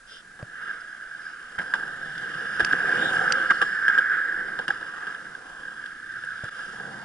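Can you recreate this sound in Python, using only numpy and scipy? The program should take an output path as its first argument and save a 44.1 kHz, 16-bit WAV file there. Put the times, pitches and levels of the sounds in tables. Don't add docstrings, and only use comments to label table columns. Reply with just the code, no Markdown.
import sys
import numpy as np
from scipy import signal
from scipy.fft import rfft, irfft, next_fast_len
from scipy.io import wavfile
from scipy.ndimage import uniform_filter1d

SR = 44100
rng = np.random.default_rng(int(sys.argv[2]) if len(sys.argv) > 2 else 0)


def unload_audio(sound):
    columns = np.transpose(np.atleast_2d(sound))
    steps = np.round(np.clip(columns, -1, 1) * 32767)
    wavfile.write(sys.argv[1], SR, steps.astype(np.int16))


def nominal_scale(level):
    x = np.asarray(level, float) / 20
    return 10 ** x


N = 310722


def evened(x):
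    return x / np.sqrt(np.mean(x ** 2) + 1e-20)


def add(mix, start_s, sound):
    part = mix[..., round(start_s * SR):][..., :sound.shape[-1]]
    part += sound[..., :part.shape[-1]]


def wander(hz):
    lowpass = signal.butter(2, hz, fs=SR, output="sos")
    return evened(signal.sosfilt(lowpass, rng.standard_normal(N)))


def ring(hz, centre_hz, width_hz):
    return 1 / (1 + 2j * (hz - centre_hz) / width_hz) ** 2


# [t/s, rolling level/dB, deck flex/dB, grit coarseness/dB]
DRIVE_RIDE = [(0.0, -54, 3.5, -7), (.42, -50, 5.5, -1), (.58, -40.5, -4.5, -6.5), (.8, -42, -3, -3),
              (1.05, -42, 0.5, 0), (1.4, -40, -2.5, -1.5), (1.8, -38.5, 6, 0.5), (2.58, -29.5, -0.5, 1.5),
              (2.96, -24, 2, -2), (3.14, -25.5, 3.5, 4.5), (3.36, -23, 2, -3), (3.66, -31, 2, 2.5),
              (4.1, -26, -6, -10), (4.67, -35, 4.5, -1.5), (5.05, -36, 2, -3), (5.4, -43, 5.5, 0.5),
              (6.0, -38.5, -3, -2.5), (6.495, -38, 2, 2)]
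# [t/s, rolling level/dB, deck flex/dB, grit coarseness/dB]
ASPHALT_RIDE = [
    (6.497, -41, 3.3, 4.3),
    (6.75, -38.5, 7, 3.5),
    (7.046, -40, 9.6, 2),
]
# [t/s, level/dB, fade/s]
SHUDDERS = [
    (1.585, 19, 0.04),
    (1.744, 8, 0.048),
    (2.6, 4, 0.13),
    (3.882, 8, 0.17),
]
# [t/s, level/dB, half length/s]
PAVING = [(0.684, 9, 0.11), (1.26, 2, .06), (2.929, 4.5, 0.067), (4.15, 4.5, 0.043), (3.827, 0, 0.064),
          (3.92, -1, 0.028), (4.663, -8, 0.016), (5.09, 2.5, 0.15), (5.83, 2, 0.033), (6.005, -2, 0.14),
          (6.595, 4.5, 0.044), (5.557, 0.5, 0.19), (6.17, 2.5, .03)]
# [level/dB at the reference, share of rolling, share of flex, share of grit]
LANE_LAW = [
    (-59.5, 0.77, 1.05, 0.47),
    (-52.5, 0.97, 1.2, 0),
    (-35.5, 0.96, 0, 0),
    (-56.5, 0.87, 0, 0.77),
    (-58.5, 0.77, 0.21, 0.83),
]


def rolling():
    reference_db = -35
    t = np.arange(N) / SR
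    s, *controls = np.transpose(DRIVE_RIDE + ASPHALT_RIDE)
    level_db, flex_db, grit_db = (np.interp(t, s, control) for control in controls)
    for at, db, fade in SHUDDERS:
        level_db = level_db + db * (t > at) * np.exp(-abs(t - at) / fade)
    for at, db, half in PAVING:
        level_db = level_db + db * np.exp(-((t - at) / half) ** 2)
    lane_db = [db + roll_share * (level_db - reference_db) + flex_share * flex_db + grit_share * grit_db
               for db, roll_share, flex_share, grit_share in LANE_LAW]
    return nominal_scale(np.array(lane_db))


def lifted():
    t, sink = np.arange(N) / SR, np.ones(N)
    for s, *_ in hits():
        at = slice(round((s - 0.02) * SR), round((s + 0.02) * SR))
        sink[at] *= 1 - 0.6 * np.exp(-((t[at] - s) / 0.004) ** 2)
    return sink


def patchy(x, patchy_db):
    z = signal.stft(x, nperseg=512)[2]
    field = rng.standard_normal(z.shape[1:])
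    field = uniform_filter1d(field, size=4, axis=0)
    field = evened(uniform_filter1d(field, size=50, axis=1))
    return signal.istft(z * nominal_scale(patchy_db * field), nperseg=512)[1][:, :N]


def wheels():
    taps_per_s = 900
    tap_db = 2.4 * np.minimum(rng.exponential(1, N), 4)
    taps = nominal_scale(tap_db) * (rng.random(N) < taps_per_s / SR)
    grit = patchy(rng.standard_normal((2, N)) * (1 + 0.13 * evened(taps)), patchy_db=2.0)
    flicker = nominal_scale(0.39 * wander(32) + 0.92 * wander(43)) * lifted()
    return (rolling() * flicker)[:, None] * evened(grit)


# [t/s, roar level/dB, rumble over roar/dB, rattle over roar/dB]
JOINTS = [(0.391, -34, -3.5, -16), (1.581, -21, -18, -31), (1.5886, -18.5, -9.5, -19),
          (1.6024, -25, -12, -27), (1.7378, -7, -19.5, -24.5), (1.7526, -19.5, -20, -20),
          (2.1783, -22, -23, -16), (2.5955, -14, -7, -18.5), (2.6038, -4, -17, -26),
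          (2.608, -10.5, -23, -27), (2.7326, -3.5, -18.5, -42), (2.736, -20, -12, -19),
          (3.5053, -5, -15, -23.5), (3.5115, -16, -31, -25), (3.6158, -7.5, -12, -20),
          (3.6221, -19, -20, -16), (3.625, -5.5, -28, -28), (3.8806, -3.5, -23.5, -28.5),
          (3.9775, -6.5, -19.5, -31), (3.9837, -11, -31, -23), (4.589, -14.5, -8.5, -23),
          (4.6802, -11, -13, -19), (4.7026, -20.5, -9, -18), (4.7057, -8.5, -29, -31),
          (4.81, -27.5, -4, -20), (5.0683, -22, -15, -23.5), (5.855, -28, -23, -24),
          (5.8592, -23.5, -27, -18), (6.4437, -24, -11, -24), (6.7992, -21.5, -7.5, -30)]
# [t/s, roar level/dB]
STONES = [(0.6416, -25), (0.6938, -18.5), (0.704, -21), (1.2667, -21), (1.5949, -20), (1.639, -21),
          (1.809, -18.5), (2.2046, -19.5), (2.6238, -17), (2.6835, -13.5), (2.804, -8.5), (2.833, -12),
          (2.909, -11.5), (2.9249, -8), (3.168, -6.5), (3.192, -8), (3.2786, -6.5), (3.5009, -6),
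          (3.5146, -6.5), (3.8994, -9), (3.916, -28), (3.951, -6.5), (3.9867, -4.5), (3.9917, -5.5),
          (4.099, -12.5), (4.236, -13.5), (4.294, -16), (4.597, -16.5), (4.6848, -12), (4.828, -16.5)]
# [t/s, roar level/dB]
GRAVEL = [(5.074, -18), (5.109, -18.5), (5.149, -18), (5.3514, -20.5), (5.634, -23), (5.6532, -21),
          (5.6824, -20), (5.8405, -22), (6.238, -17.5), (6.407, -22.5), (6.5988, -25), (6.615, -24.5),
          (6.8131, -23)]
# [rumble over roar/dB, rattle over roar/dB]
STONE_COLOUR = (-25, -33.5)
GRAVEL_COLOUR = (-23, -29.5)


def hits():
    joint = (0.033, 0.00051)
    stone = (0.032, 0.0017)
    return ([(*row, *joint) for row in JOINTS]
            + [(*row, *STONE_COLOUR, *stone) for row in STONES]
            + [(*row, *GRAVEL_COLOUR, *stone) for row in GRAVEL])


def blows():
    out, t = np.zeros((5, 2, N)), np.arange(6000) / SR
    rows = hits()
    rattles = rng.standard_normal((len(rows), 2, len(t)))
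    swung = np.array([0, 0.3, 1, 0, 0])[:, None, None]
    rattled = np.array([0.6, 0.65, 0.12, 1, 0.48])[:, None, None]
    axle = np.sin(2 * np.pi * 1610 * t)
    onset = 1 - np.exp(-t / 0.00064)
    for (s, db, low_db, high_db, t60, swing_s), rattle in zip(rows, rattles):
        swings = 0.00015 / swing_s * axle * np.exp(-((t - 2 * swing_s) / swing_s) ** 2)
        fade = nominal_scale(-60 * t / t60) + nominal_scale(-25 - 60 * t / 0.7)
        blow = swung * swings + rattled * fade * onset * rattle
        lane_db = db + np.array([low_db - 10.5, low_db, 0, high_db, high_db])
        add(out, s - 2 * swing_s, nominal_scale(lane_db)[:, None, None] * blow)
    return out


LANES_HZ = [
    105,
    250,
    1050,
    2250,
    4250,
]
# [f/Hz, half width/Hz, depth 0-1]
DIPS = [
    (1085, 40, .6),
    (615, 35, .55),
]


def lanes(hz):
    orders = (6, 8, 12, 12, 12)
    above = [1 - 1 / (1 + (hz / edge) ** order) for edge, order in zip(LANES_HZ, orders)]
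    dips = np.prod([1 - depth / (1 + ((hz - f) / width) ** 2) for f, width, depth in DIPS], axis=0)
    return -np.diff(above + [0 * hz], axis=0) * dips


def lane_gains():
    hz = np.fft.rfftfreq(4096, 1 / SR)
    case = sum(nominal_scale(db) * ring(hz, f, width) for f, width, db, *_ in CASE_RINGS)
    return 1 / np.sqrt(np.mean(abs(lanes(hz) * case) ** 2, 1))


# [t/s, level/dB, body over crack/dB]
PEBBLES = [
    (0.426, -38.5, 5),
    (2.6466, -12.5, -2),
    (3.3218, -8, -11),
]


def pebbles():
    out, t = np.zeros((2, N)), np.arange(500) / SR
    crack = -np.exp(-t / 0.0006) * np.sin(2 * np.pi * 2850 * t) * (1 - np.exp(-t / 0.0001))
    body = np.exp(-t / 0.0042) * np.sin(2 * np.pi * 1660 * t)
    chime_shape = np.exp(-(t / 0.0028) ** 3) * (1 - np.exp(-t / 0.00017))
    chime = 0.4 * np.sin(2 * np.pi * 4780 * t) * chime_shape
    splinters = uniform_filter1d(rng.standard_normal((len(PEBBLES), 2, len(t))), size=3)
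    splinters = splinters * 0.45 * np.exp(-t / 0.002)
    for (s, db, body_db), bits in zip(PEBBLES, splinters):
        snap = crack + nominal_scale(body_db) * body + chime + bits
        add(out, s + 0.00107, nominal_scale(db - 1) * snap * nominal_scale([[-1.5], [1.5]]))
    return out


# [t/s, length/s, level/dB, f/Hz, width/Hz]
SCUFFS = [(0.062, 0.16, -61.5, 3430, 1100), (0.056, .16, -56, 5400, 1900), (0.091, 0.073, -70.5, 480, 260),
          (0.39, 0.044, -63, 750, 690), (0.797, 0.024, -60, 5130, 800), (1.7335, .022, -42.5, 940, 180),
          (3.321, 0.0055, -26, 5750, 1000), (2.646, 0.0072, -32.5, 5700, 790),
          (1.582, 0.024, -50.5, 2090, 510), (1.746, 0.0087, -52, 1800, 550),
          (1.879, 0.0033, -46.5, 8000, 7400), (2.722, 0.011, -40, 5240, 5170),
          (2.978, 0.15, -47.5, 3660, 400), (4.7, .6, -101, 2400, 300), (6.74, 0.29, -62, 600, 330),
          (.06, .14, -61, 9400, 900), (3.4995, .022, -40, 2070, 380), (3.5, 0.026, -43, 1240, 250),
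          (4.6795, .034, -46, 800, 120), (6.246, .008, -47, 8500, 3300), (6.437, .008, -44, 8100, 4100),
          (1.181, 0.16, -61.5, 5240, 1500), (3.605, 0.039, -44.5, 1200, 250)]
# [t/s, length/s, level/dB, f/Hz, width/Hz]
DRONES = [(1.72, 1.5, -60, 149, 63), (1.575, 0.023, -49.5, 110, 110), (2.612, .035, -46.5, 82, 140),
          (3, 0.27, -57, 150, 110), (6.0, 0.37, -65, 125, 50), (2.4, .45, -59.5, 210, 66),
          (4.9, 1.5, -68, 250, 250), (6.68, 0.4, -64, 140, 73), (2.85, 0.66, -54.5, 518, 92),
          (2.95, 0.39, -49, 747, 200), (2.715, .04, -49, 250, 230), (0.55, 0.72, -74, 650, 170),
          (5.2, 0.64, -67, 950, 380)]


def rubs():
    out = np.zeros((2, N))
    for s, length, db, f, width in SCUFFS + DRONES:
        size = round(length * SR)
        band = ring(np.fft.rfftfreq(size, 1 / SR), f, width)
        rub = irfft(rfft(rng.standard_normal((2, size))) * band, size)
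        add(out, s, nominal_scale(db + 33.5) * evened(rub) * np.hanning(size) ** 0.4)
    return out


def scene():
    size = next_fast_len(N + 4096)
    parts = lane_gains()[:, None, None] * (wheels() + blows())
    spectrum = rfft(parts, size) * lanes(np.fft.rfftfreq(size, 1 / SR))[:, None]
    return irfft(spectrum.sum(0), size)[:, :N] + rubs()


# [t/s, level/dB]
KNOCKS = [
    (0.426, -34),
    (6.435, -36.5),
]


def knocks():
    out, t = np.zeros(N), np.arange(3000) / SR
    swing = -np.sin(2 * np.pi * 118 * t) * nominal_scale(-60 * t / 0.042) * (1 - np.exp(-t / 0.002))
    buzz = 0.34 * np.sin(2 * np.pi * 600 * t) * nominal_scale(-60 * t / 0.03)
    for s, db in KNOCKS:
        add(out, s + 0.0014, nominal_scale(db + 12) * (swing + buzz))
    return out


# [t/s, level/dB, half length/s]
GUSTS = [
    (0.312, 1, .12),
    (2.0, 6.5, 0.27),
    (3.16, 9, 0.7),
    (4.398, 10, 0.19),
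    (5.568, 5, 0.11),
    (6.69, 6, .1),
]


def wind():
    breeze_db, wind_hz = -67.5, 40.8
    t = np.arange(N) / SR
    gust_db = sum(db * np.exp(-((t - s) / half) ** 2) for s, db, half in GUSTS)
    shared = wander(wind_hz)
    difference = 0.1 * wander(wind_hz) * np.array([[1], [-1]])
    return nominal_scale(breeze_db + gust_db) * (shared + difference)


# [f/Hz, level/dB per Hz]
HISS_COLOUR = [(12, -38), (20, -13), (161, -26), (221, -16), (688, -31), (1020, -26), (1600, -10.5),
               (2140, -24), (11000, -28), (14300, -77), (22000, -120)]


def hiss():
    hiss_db = -56.5
    hz = np.fft.rfftfreq(N, 1 / SR)
    f, db = np.transpose(HISS_COLOUR)
    a, b = rfft(rng.standard_normal((2, N)))
    same = 0.4 + 0.29 / (1 + (hz / 250) ** 2)
    both = np.array([a, same * a + np.sqrt(1 - same ** 2) * b])
    colour = nominal_scale(np.interp(np.log(hz + 1), np.log(f + 1), db))
    return nominal_scale(hiss_db) * evened(irfft(both * colour, N))


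# [f/Hz, width/Hz, level/dB, left over right/dB, left lead/rad, likeness 0-1]
CASE_RINGS = [(179.7, 69, -22, 0, 0.5, 1), (346, 62, -19, 0, 0.84, 1), (500, 104, -17, -2, 0.94, 0.76),
              (812, 227, -18, -1.5, 1.07, 0.91), (939, 83, -24, -7.5, -0.1, 0.88),
              (1394, 270, -7.5, -3.5, 1.25, 0), (1599, 244, 3, -2, 0.7139, 1),
              (1860, 180, -16.5, -4.5, 2.8, 0), (1970, 1800, -32.5, -8, -4.5, 0.8),
              (2880, 140, -13.5, 6, 3, 0.62), (3140, 430, -25.5, -17, -2.5, 0.26),
              (3450, 510, -23, 11.5, 3.5, 0.4), (4480, 350, -30, -3.5, 3.5, 0.8),
              (5035, 390, -23.5, -0.5, 1, 1), (5800, 710, -32.5, 2.5, 3.5, 0.16),
              (7500, 640, -34.5, 4.5, 1, 0.5), (9400, 1400, -36, 0, 1.1, 0.74)]


def in_case(dry):
    size = next_fast_len(N + 4096)
    hz = np.fft.rfftfreq(size, 1 / SR)
    straight, scattered = rfft(dry, size)
    out = np.zeros((2, len(hz)), complex)
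    for f, width, db, pan_db, lead, same in CASE_RINGS:
        delay = np.exp(-1j * lead * np.minimum(2 * hz / f, 1))
        right = (same * straight + np.sqrt(1 - same ** 2) * scattered) * delay
        pair = np.array([nominal_scale(pan_db / 2) * straight, nominal_scale(-pan_db / 2) * right])
        out += nominal_scale(db) * ring(hz, f, width) * pair
    return irfft(out, size)[:, :N]


def top_cut(x):
    return signal.sosfilt(signal.butter(12, 11680, fs=SR, output="sos"), x)


def record(dry):
    heard = in_case(dry) + pebbles() + knocks() + wind() + hiss()
    treble_limit = signal.firwin(511, 11050, window=("kaiser", 9), fs=SR)
    limited = signal.oaconvolve(heard, treble_limit[None], "same")
    t = np.arange(N) / SR
    fades = np.interp(t, [6.49615, 6.4962, 6.52, 7.04, 7.046], [1, 0.2, 1, 1, 0])
    return top_cut(limited * fades)


dry = scene()
out = record(dry)
unload_audio(out)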